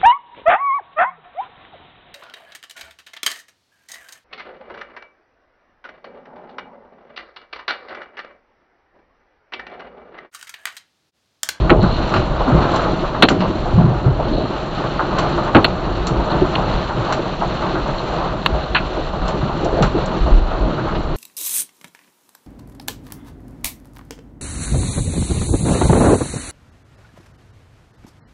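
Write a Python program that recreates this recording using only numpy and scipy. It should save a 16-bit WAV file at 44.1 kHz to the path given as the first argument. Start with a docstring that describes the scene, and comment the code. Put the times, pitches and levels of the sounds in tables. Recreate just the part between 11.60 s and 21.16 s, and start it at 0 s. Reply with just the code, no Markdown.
"""In a concrete gallery, inside a waiting car: a rockfall pours onto the road, some of it close by.
Blocks, rubble and grit fall as dense noise of many collisions; boulders land as low wavering booms.
Rocks knock and shatter in noise bursts that the walls echo; sprays of grit patter on the windscreen.
Flying stones bang on the car, a crack and a panel's boom, and overload the small, dull microphone
of the dashboard camera."""
import sys
import numpy as np
from scipy import signal
from scipy.fft import rfft, irfft, next_fast_len
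from scipy.io import wavfile
from scipy.ndimage import map_coordinates

SR = 44100
rng = np.random.default_rng(int(sys.argv[2]) if len(sys.argv) > 2 else 0)


def digitize_waveform(pressure):
    """Quantize a signal to 16-bit integers and store it at the path in sys.argv[1].

    Rows of a 2-D input are taken as channels; values are limited to [-1, 1].
    """
    field = np.atleast_2d(pressure).T
    bounded = np.clip(field, -1, 1)
    quanta = np.round(bounded * 32767).astype(np.int16)
    wavfile.write(sys.argv[1], SR, quanta)


N = 421640

# How hard the debris falls, before each layer's own offset: (t/s, level/dB)
GROUND_FLOW = [(0.0, -34.5), (0.13, -21), (1.62, -33.5), (2.21, -25), (2.63, -28), (2.85, -35.5),
               (3.86, -31.5), (5.3, -30), (5.6, -33.5), (7.99, -29.5), (8.17, -22), (8.55, -35),
               (8.78, -22), (9.21, -34), (9.56, -24.5)]
BLOCKS_FLOW = [(0, -22), (.3, -20), (.46, -26), (.6, -19.5), (.82, -27), (1.02, -20), (1.53, -27),
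               (1.75, -21), (2.0, -25), (2.3, -23), (2.55, -29), (2.8, -19.5), (2.95, -30.5), (3.4, -25.5),
               (4.3, -27), (4.85, -23.5), (5.2, -25.5), (5.45, -28.5), (6.3, -27.5), (7.5, -28.5),
               (8.0, -26.5), (8.22, -23), (8.9, -28.5), (9.2, -23), (9.56, -26.5)]
RUBBLE_FLOW = [(0, -27), (.57, -23.5), (.7, -25.5), (.9, -19), (1.15, -19), (1.36, -26), (1.78, -32),
               (2.0, -27.5), (2.55, -28), (3.15, -27), (3.43, -24.5), (4.15, -24.5), (4.4, -27.5),
               (4.72, -22.5), (5.2, -25.5), (5.88, -24.5), (6.45, -27), (6.63, -21.5), (6.76, -28.5),
               (7.45, -28), (7.65, -27), (8.0, -27), (8.2, -24), (8.5, -26), (9.56, -29)]
FINE_FLOW = [(0, -38), (.18, -43.5), (.26, -36.5), (.58, -34), (.74, -37.5), (1.15, -31.5), (1.4, -36.5),
             (1.78, -42), (1.9, -37), (2.55, -42), (2.68, -39), (3.36, -37), (3.86, -35.5), (4.3, -38.5),
             (4.95, -35), (5.7, -36), (6.55, -35), (6.74, -39.5), (7.6, -37.5), (8.7, -37.5), (8.95, -40.5),
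             (9.56, -40.5)]
# Boulders landing: (t/s, level/dB, f/Hz, t60/s)
BOULDERS = [(0, -2, 40, 0.24), (.005, -5, 135, 0.1), (.18, -2.5, 108.4, 0.21), (.225, -2.5, 173.5, 0.2),
            (0.551, -5, 91.5, 0.14), (.875, -7, 258, 0.22), (0.919, -2, 153.5, 0.3), (0.939, 1, 60.5, 0.19),
            (1.8, -11, 198, 0.25), (2.134, -2.5, 113.6, 0.34), (2.174, 0.5, 171, 0.27),
            (2.241, -0.5, 141, 0.19), (2.279, -6, 132, 0.23), (2.458, 1, 112.5, 0.23),
            (2.718, -10, 50, 0.34), (3.95, -2.5, 99.5, 0.21), (4.39, -4.5, 45, 0.19),
            (4.504, -7, 130, 0.21), (4.565, -1, 47.6, 0.16), (4.818, -2.5, 360, 0.12),
            (5.136, -3.5, 54.3, 0.21), (5.373, -8.5, 123.6, 0.25), (6.921, -5, 59, 0.26),
            (7.61, -5, 38.3, 0.29), (7.828, -6, 159, 0.13), (8.032, -13, 361, 0.2), (8.191, -8.5, 46, 0.13),
            (8.207, -3.5, 161, 0.2), (8.344, -9.5, 333, 0.19), (8.605, 3, 48, 0.21),
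            (8.714, 8.5, 34.7, 0.27), (9.002, -1.5, 40.8, 0.26)]
# Stones hitting the car: (t/s, crack level/dB, crack t60/s, crack f/Hz, extra gain at that pitch,
# panel level/dB, panel t60/s)
STRIKES = [(.096, 1, 0.0099, 1700, 3.1, -17, .028), (.102, 0, 0.023, 1970, 1.7, -0.5, 0.2),
           (0.11, -10, .06, 1220, 0.7, -8, 0.073), (1.6235, 9, .064, 3440, .4, 6, .11),
           (1.6857, 2, 0.017, 3190, 0.98, -18, 0.068), (1.703, -18, .11, 1050, 1.5, -4, .18),
           (3.9483, 0, 0.073, 1270, 0.79, 8.5, .15), (3.9662, -6.5, 0.037, 1600, .6, -8, 0.071),
           (3.981, -10.5, 0.086, 1145, 2.9, -13, .12), (4.0442, 1.5, 0.04, 4180, 1.1, -6, .046),
           (4.9534, -9.5, .034, 3090, .8, -14, .042), (6.861, 1.5, 0.021, 4120, 0.45, -45, .03),
           (7.147, -10, 0.073, 2750, 1.6, -39, .04), (7.152, -9, 0.11, 1770, .8, -20, .06),
           (7.163, -11, 0.1, 2400, 0.79, -27, .04)]
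# Rock knocking on rock: (t/s, level/dB, f/Hz)
KNOCKS = [(.126, -10.5, 640), (.19, -15, 620), (0.237, -16.5, 1020), (0.539, -14, 1130), (.804, -12.5, 780),
          (0.876, -15, 960), (.945, -14.5, 484), (1.04, -15, 1000), (1.14, -15, 930), (1.19, -17.5, 1100),
          (1.3, -15.5, 750), (1.435, -14.5, 890), (1.545, -16, 1020), (1.817, -14.5, 770),
          (1.848, -16, 884), (2.055, -14, 650), (2.181, -14.5, 735), (2.315, -20.5, 690),
          (2.59, -12.5, 646), (2.735, -16, 450), (2.774, -13.5, 500), (3.236, -17, 900), (3.39, -9, 990),
          (3.576, -11.5, 930), (3.61, -13, 370), (3.775, -12.5, 960), (3.87, -16, 1000), (4.045, -14, 690),
          (4.51, -20, 644), (4.586, -17.5, 660), (4.7, -14, 980), (4.98, -11.5, 800), (5.29, -18, 1110),
          (5.5, -18, 1050), (5.59, -14.5, 390), (5.812, -11, 900), (6.015, -16, 930), (6.135, -17, 340),
          (6.151, -15, 1040), (6.255, -16.5, 800), (6.52, -16, 750), (6.61, -16, 895), (6.94, -15.5, 690),
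          (7.365, -13, 483), (7.525, -16.5, 800), (7.685, -15, 760), (7.735, -15, 360), (7.885, -16.5, 900),
          (8.045, -13, 653), (8.124, -12.5, 430), (8.165, -9, 560), (8.222, -12, 1040), (8.37, -14.5, 477),
          (8.52, -24, 740), (8.66, -14, 800), (9.07, -14, 380), (9.175, -18, 1100), (9.27, -19, 1100)]
# Sprays of grit on the windscreen: (t/s, length/s, level/dB)
SPRAYS = [(0.205, 0.049, -33), (0.246, 0.16, -34), (2.633, 0.3, -37), (4.673, 0.08, -33),
          (6.381, 0.022, -29), (7.025, 0.027, -34)]
# Stones bursting on the road close by: (t/s, chips level/dB, sharp edge level/dB)
SHATTERS = [(0.226, -28.5, -29), (0.539, -19, -25.5), (0.5624, -18.5, -29), (1.1373, -30, -25),
            (1.1592, -23, -17), (1.6874, -17.5, -11), (1.805, -19.5, -38), (3.585, -17, -15.5),
            (4.469, -25, -11), (5.524, -19.5, -14.5), (7.68, -25, -18), (8.046, -33, -18.5),
            (8.224, -18, -13.5), (8.4594, -38, -17.5), (9.3516, -24, -49)]

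# Colours of the falling mass, coarse to fine: (f/Hz, relative level/dB)
GROUND = [(12, -27.5), (24, 1.5), (36, -2), (50, 0.5), (70, -6.5), (100, -19.5), (200, -70.5), (600, -120)]
BLOCKS = [(55, -17), (90, -3.5), (125, 0.5), (190, -2), (260, -5), (350, -2), (450, -10.5), (650, -12),
          (1500, -68), (5000, -120)]
RUBBLE = [(200, -16), (420, -1.5), (600, 3), (800, 2), (1000, 0), (1250, -1.5), (1500, -6.5), (1800, -17),
          (2300, -23), (4500, -32), (9000, -91)]
GRIT = [(700, -12.5), (1600, 3), (2250, -4.5), (2850, 1.5), (3300, -2.5), (3800, -1.5), (4200, -2.5),
        (4700, 2.5), (5600, -3), (6400, 0), (7300, -8), (8000, -32.5), (9500, -68.5)]
# Colours of stone on the car: the crack, the hardest contacts, the panel: (f/Hz, relative level/dB)
CRACK = [(150, -29), (700, 6.5), (1400, 11), (2150, 0.5), (2700, 8.5), (3450, 1.5), (4150, 4.5), (4500, 6),
         (5000, -18.5), (5600, -21.5), (7500, -17), (9000, -18.5), (16000, -33)]
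SNAP = [(3000, -50), (4500, -3), (9000, 4), (15000, 6)]
PANEL = [(30, -28), (85, -5.5), (170, -7.5), (320, -0.5), (480, -4.5), (700, -5.5), (1200, -15.5),
         (1800, -28.5), (4500, -59.5), (9000, -67)]
# Ring of the windscreen under grit: (f/Hz, relative level/dB)
GLASS = [(2000, -29), (2900, -7.5), (3500, -9.5), (4150, -0.5), (4500, -5), (5200, -19.5), (9000, -44)]
# Colours of a shatter's chips and sharp edge, the latter also that of sand: (f/Hz, relative level/dB)
CHIPS = [(300, -13), (1200, 8.5), (2100, -3), (2850, 1.5), (3500, -7), (4200, -5.5), (5000, 3), (7500, -27),
         (9000, -42)]
EDGE = [(3500, -23), (5000, -5), (7400, 0.5), (8300, -30), (9500, -73.5)]

# Air and trim resonances of the car's interior: (f/Hz, width/Hz, boost/dB)
CABIN = [(145.8, 21, 4), (184.6, 7.3, 6), (338, 71, 2.5), (634, 22, 5.5), (665, 20, -4.5), (1192, 27, 2.5),
         (1290, 24, 2), (1650, 72, -3), (2720, 15, -5.5), (3290, 110, -0.5), (4010, 64, 4.5),
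         (4173, 100, 4), (5820, 360, 3.5), (6540, 270, -8)]
# Decay of the concrete walls' echo: (f/Hz, t60/s)
GALLERY = [(100, 0.34), (1000, 0.23), (4000, 0.56), (10000, 0.044)]
# Response of the camera's microphone: (f/Hz, gain/dB)
MICROPHONE = [(20, 0), (4330, 0), (4780, -17), (7500, -17), (8500, -21), (15000, -21)]
TOP_HZ = 15600  # nothing passes above this

# Each layer's offset from the flow that drives it
GROUND_DB, BLOCKS_DB, RUBBLE_DB, GRIT_DB, SAND_DB = 3.5, 2, 0.5, 3.5, -4
CLUMPS_PER_S = 13  # knots of the random surge
CRUNCH_DB, CRUNCH_HZ = 3, 263  # depth and top speed of a crack's raggedness
# The panel's drum note, its level against the panel's noise, and the noise's share of its t60
PANEL_HZ, PANEL_RING_DB, PANEL_NOISE_LASTS = 308.3, -8.5, 0.89
KNOCK_RISE_S, KNOCK_T60_S = 0.00079, 0.091  # a knock on the bare road
CUSHION_RISE, CUSHION_T60 = 0.001, 0.0066  # how both lengthen as rubble piles up, s per s
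REBOUND_S, REBOUND_DB = 0.013, -6.5  # mean wait before a rock strikes again, change at each contact
SHATTER_T60_S, SHATTER_DOUBLES_DB = 0.12, 18  # t60 for chips at -24 dB, rise that doubles it
EDGE_LASTS = 0.64  # the sharp edge's share of a shatter's t60


def amp(db):
    """Decibels to gain."""
    return 10 ** (np.asarray(db) / 20)


def unit(x):
    """Scale to rms 1."""
    return x / np.sqrt(np.mean(x ** 2) + 1e-20)


def noise(length):
    """White noise."""
    return rng.standard_normal(length)


def along(points, hz):
    """Read (f/Hz, value) points on a log frequency axis."""
    f, v = np.transpose(points)
    return np.interp(np.log(hz + 1), np.log(f + 1), v)


def flow(points):
    """A flow's level in dB at every sample."""
    return np.interp(np.arange(N) / SR, *np.transpose(points))


def wobble(rate):
    """A smooth random curve, rate knots a second."""
    knots = noise(int(N * rate / SR) + 4)
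    return map_coordinates(knots, [np.arange(N) * rate / SR])


def filtered(x, response):
    """Apply a response that is a function of frequency."""
    size = next_fast_len(len(x) + 8192)
    spectrum = rfft(x, size) * response(np.fft.rfftfreq(size, 1 / SR))
    return irfft(spectrum, size)[:len(x)]


def cabin(hz):
    """Boost in dB (a dip where negative) from the resonances of the car's interior."""
    return sum(db / (1 + (2 * (hz - centre) / width) ** 2) for centre, width, db in CABIN)


def coloured(x, spectrum):
    """x with a spectrum, heard through the cabin, at rms 1."""
    return unit(filtered(x, lambda hz: amp(along(spectrum, hz) + cabin(hz))))


def add(track, s, sound):
    """Mix a sound into the track at time s."""
    start = max(round(s * SR), 0)
    track[start:start + len(sound)] += sound[:N - start]


def fading(t, t60, rise):
    """A blow's envelope: quick rise, exponential decay."""
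    decay = np.exp(-np.log(1000) * t / max(t60, .004))
    return decay * (1 - np.exp(-t / rise))


def hail(rate, spread_db, t60, echo_db):
    """Countless collisions of random size, each a short crunch trailed by the gallery's diffuse echo."""
    t = np.arange(SR // 3) / SR
    hits = rng.random(N + len(t) - 1) < rate / SR  # already falling when the scene opens
    sizes = amp(spread_db * np.clip(noise(len(hits)), -2, 2))
    crunch = fading(t, t60, rise=0.00024)
    echo = amp(echo_db) * fading(t, 0.59, rise=0.008)
    power = signal.fftconvolve(hits * sizes ** 2, (crunch + echo) ** 2, mode="valid")
    return unit(np.sqrt(np.abs(power)) * noise(N))


def slide():
    """The falling mass shakes the ground; its pieces collide in layers, grit and sand falling together."""
    surge = wobble(CLUMPS_PER_S)  # debris arrives in clumps
    ground = coloured(noise(N), GROUND)
    blocks = coloured(hail(rate=130, spread_db=1.0, t60=0.13, echo_db=-14.5), BLOCKS)
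    rubble = coloured(hail(rate=200, spread_db=4.5, t60=0.056, echo_db=-3.5), RUBBLE)
    grit = coloured(hail(rate=910, spread_db=2.5, t60=0.062, echo_db=-18.5), GRIT)
    sand = coloured(hail(rate=290, spread_db=7.5, t60=0.059, echo_db=-13.0), EDGE)
    return (amp(flow(GROUND_FLOW) + GROUND_DB) * ground
            + amp(flow(BLOCKS_FLOW) + BLOCKS_DB + 1.0 * surge) * blocks
            + amp(flow(RUBBLE_FLOW) + RUBBLE_DB + .8 * surge) * rubble
            + amp(flow(FINE_FLOW) + GRIT_DB + 1.2 * surge) * grit
            + amp(flow(FINE_FLOW) + SAND_DB) * sand)


def boom(t, pitch_hz, waver):
    """A low note whose phase wavers at random, waver radians rms."""
    shake = unit(filtered(noise(len(t)), lambda hz: 1 / (1 + (hz / (.25 * pitch_hz)) ** 4)))
    return np.sin(2 * np.pi * pitch_hz * t + waver * shake)


def boulders():
    """Each boulder gives a wavering boom, lower for a heavier one, and crushes the rubble under it."""
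    out, t = np.zeros(N), np.arange(SR // 2) / SR
    for s, db, pitch_hz, t60 in BOULDERS:
        crush = amp(-12.5) * coloured(noise(len(t)), BLOCKS) * min(pitch_hz / 150, 1)
        landing = boom(t, pitch_hz, waver=1.0) + crush
        add(out, s, amp(db) * landing * fading(t, t60, rise=.9 / pitch_hz))
    return out


def crumbling(t):
    """The ragged gain of a stone that breaks up on contact, at rms 1."""
    jolts = unit(filtered(noise(len(t)), lambda hz: hz < CRUNCH_HZ))
    return unit(amp(CRUNCH_DB * np.tanh(jolts)))


def contact(t, pitch_hz, ring):
    """Stone meeting the car: noise peaked at the pitch, rolled off above it and thin in the bass."""
    def response(hz):
        resonance = 1 + ring / (1 + ((hz - pitch_hz) / (.18 * pitch_hz)) ** 2)
        thin = hz / np.hypot(hz, .22 * pitch_hz)  # a small hard stone has little bass
        return resonance * thin / np.sqrt(1 + (hz / (1.6 * pitch_hz)) ** 4)
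    return filtered(noise(len(t)), response)


def panel(t, t60):
    """The damped panel's dull boom, which settles on its drum note."""
    thud = coloured(noise(len(t)), PANEL) * fading(t, PANEL_NOISE_LASTS * t60, rise=0.0069)
    drum = unit(boom(t, PANEL_HZ, waver=1.0)) * fading(t, t60, rise=0.0084)
    return thud + amp(PANEL_RING_DB) * drum


def strikes():
    """A stone on the car: a crack, higher for a harder contact, then the duller boom of the panel."""
    out, t = np.zeros(N), np.arange(SR // 3) / SR
    for s, crack_db, crack_t60, pitch_hz, ring, panel_db, panel_t60 in STRIKES:
        crack = coloured(contact(t, pitch_hz, ring), CRACK)
        crack = amp(crack_db) * crack * fading(t, crack_t60, rise=0.00058) * crumbling(t)
        hardness = min(pitch_hz / 3800, 1) ** 8  # only the hardest contacts snap at the very top
        snap = coloured(noise(len(t)), SNAP) * fading(t, 0.014, rise=0.00022)
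        snap = amp(crack_db - 9) * hardness * snap
        add(out, s, crack + snap + amp(panel_db) * panel(t, panel_t60))
    return out


def tumbling(t, t60, rise, count):
    """The envelope of a rock that strikes count times in quick, uneven succession."""
    waits = REBOUND_S * rng.uniform(.4, 1.6, count)
    lags = np.cumsum(waits) - waits[0]
    power = np.zeros(len(t))
    for k, lag in enumerate(lags):
        power += (amp(REBOUND_DB * k) * fading(np.maximum(t - lag, 0), t60, rise)) ** 2
    return np.sqrt(power)


def gallery(x, wet_db):
    """Add the echo of the concrete walls: a noise tail whose highest treble dies first."""
    hz, t, z = signal.stft(noise(SR // 2), SR, nperseg=256)
    decay = np.exp(-np.log(1000) * t / along(GALLERY, hz)[:, None])
    tail = signal.istft(z * decay, SR)[1]
    return x + amp(wet_db) * signal.fftconvolve(x, tail / np.linalg.norm(tail))[:N]


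def knocks():
    """Stone hardly rings: dull, tumbling bursts around a pitch, the later ones cushioned by rubble."""
    out, t = np.zeros(N), np.arange(SR // 4) / SR
    for s, db, pitch_hz in KNOCKS:
        def response(hz):
            return amp(cabin(hz)) / (1 + np.abs((hz - pitch_hz) / (.46 * pitch_hz)) ** 3)
        body = unit(filtered(noise(len(t)), response))
        rise = KNOCK_RISE_S + CUSHION_RISE * s
        t60 = KNOCK_T60_S + CUSHION_T60 * s
        add(out, s, amp(db) * body * tumbling(t, t60, rise, count=4))
    return gallery(out, wet_db=-9.0)


def patter():
    """Grit blown onto the windscreen: sprays of tiny ticks that ring the glass."""
    t, swell = np.arange(N) / SR, np.zeros(N)
    for s, length, db in SPRAYS:
        progress = np.clip((t - s) / length, 0, 1)
        swell += amp(db) * np.sqrt(np.abs(np.sin(np.pi * progress)))
    return swell * coloured(hail(rate=360, spread_db=2.0, t60=.02, echo_db=-29.5), GLASS)


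def shatters():
    """Nearer stones burst into chips on the asphalt, longer when louder; the sharp edge dies first."""
    out, t = np.zeros(N), np.arange(SR // 3) / SR
    for s, db, edge_db in SHATTERS:
        t60 = SHATTER_T60_S * 2 ** ((db + 24) / SHATTER_DOUBLES_DB)
        chips = coloured(noise(len(t)), CHIPS) * fading(t, t60, rise=0.00029)
        edge = coloured(noise(len(t)), EDGE) * fading(t, EDGE_LASTS * t60, rise=0.00033)
        add(out, s, amp(db) * chips + amp(edge_db) * edge)
    return gallery(out, wet_db=-12.5)


def overload(x, ceiling):
    """Flatten whatever exceeds the ceiling."""
    knee = 14  # higher is more abrupt
    return x / (1 + np.abs(x / ceiling) ** knee) ** (1 / knee)


def scene():
    """Everything as it reaches the microphone on the dashboard."""
    return (slide() + boulders() + strikes() + knocks() + patter() + shatters())[None]


def record(dry):
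    """The camera clips the hardest blows at its microphone and at full scale, and passes little treble."""
    clipped = overload(dry[0], .84)
    heard = filtered(clipped, lambda hz: amp(along(MICROPHONE, hz)))
    return filtered(overload(heard, 1), lambda hz: hz < TOP_HZ)[None]


dry = scene()
out = record(dry)
digitize_waveform(out)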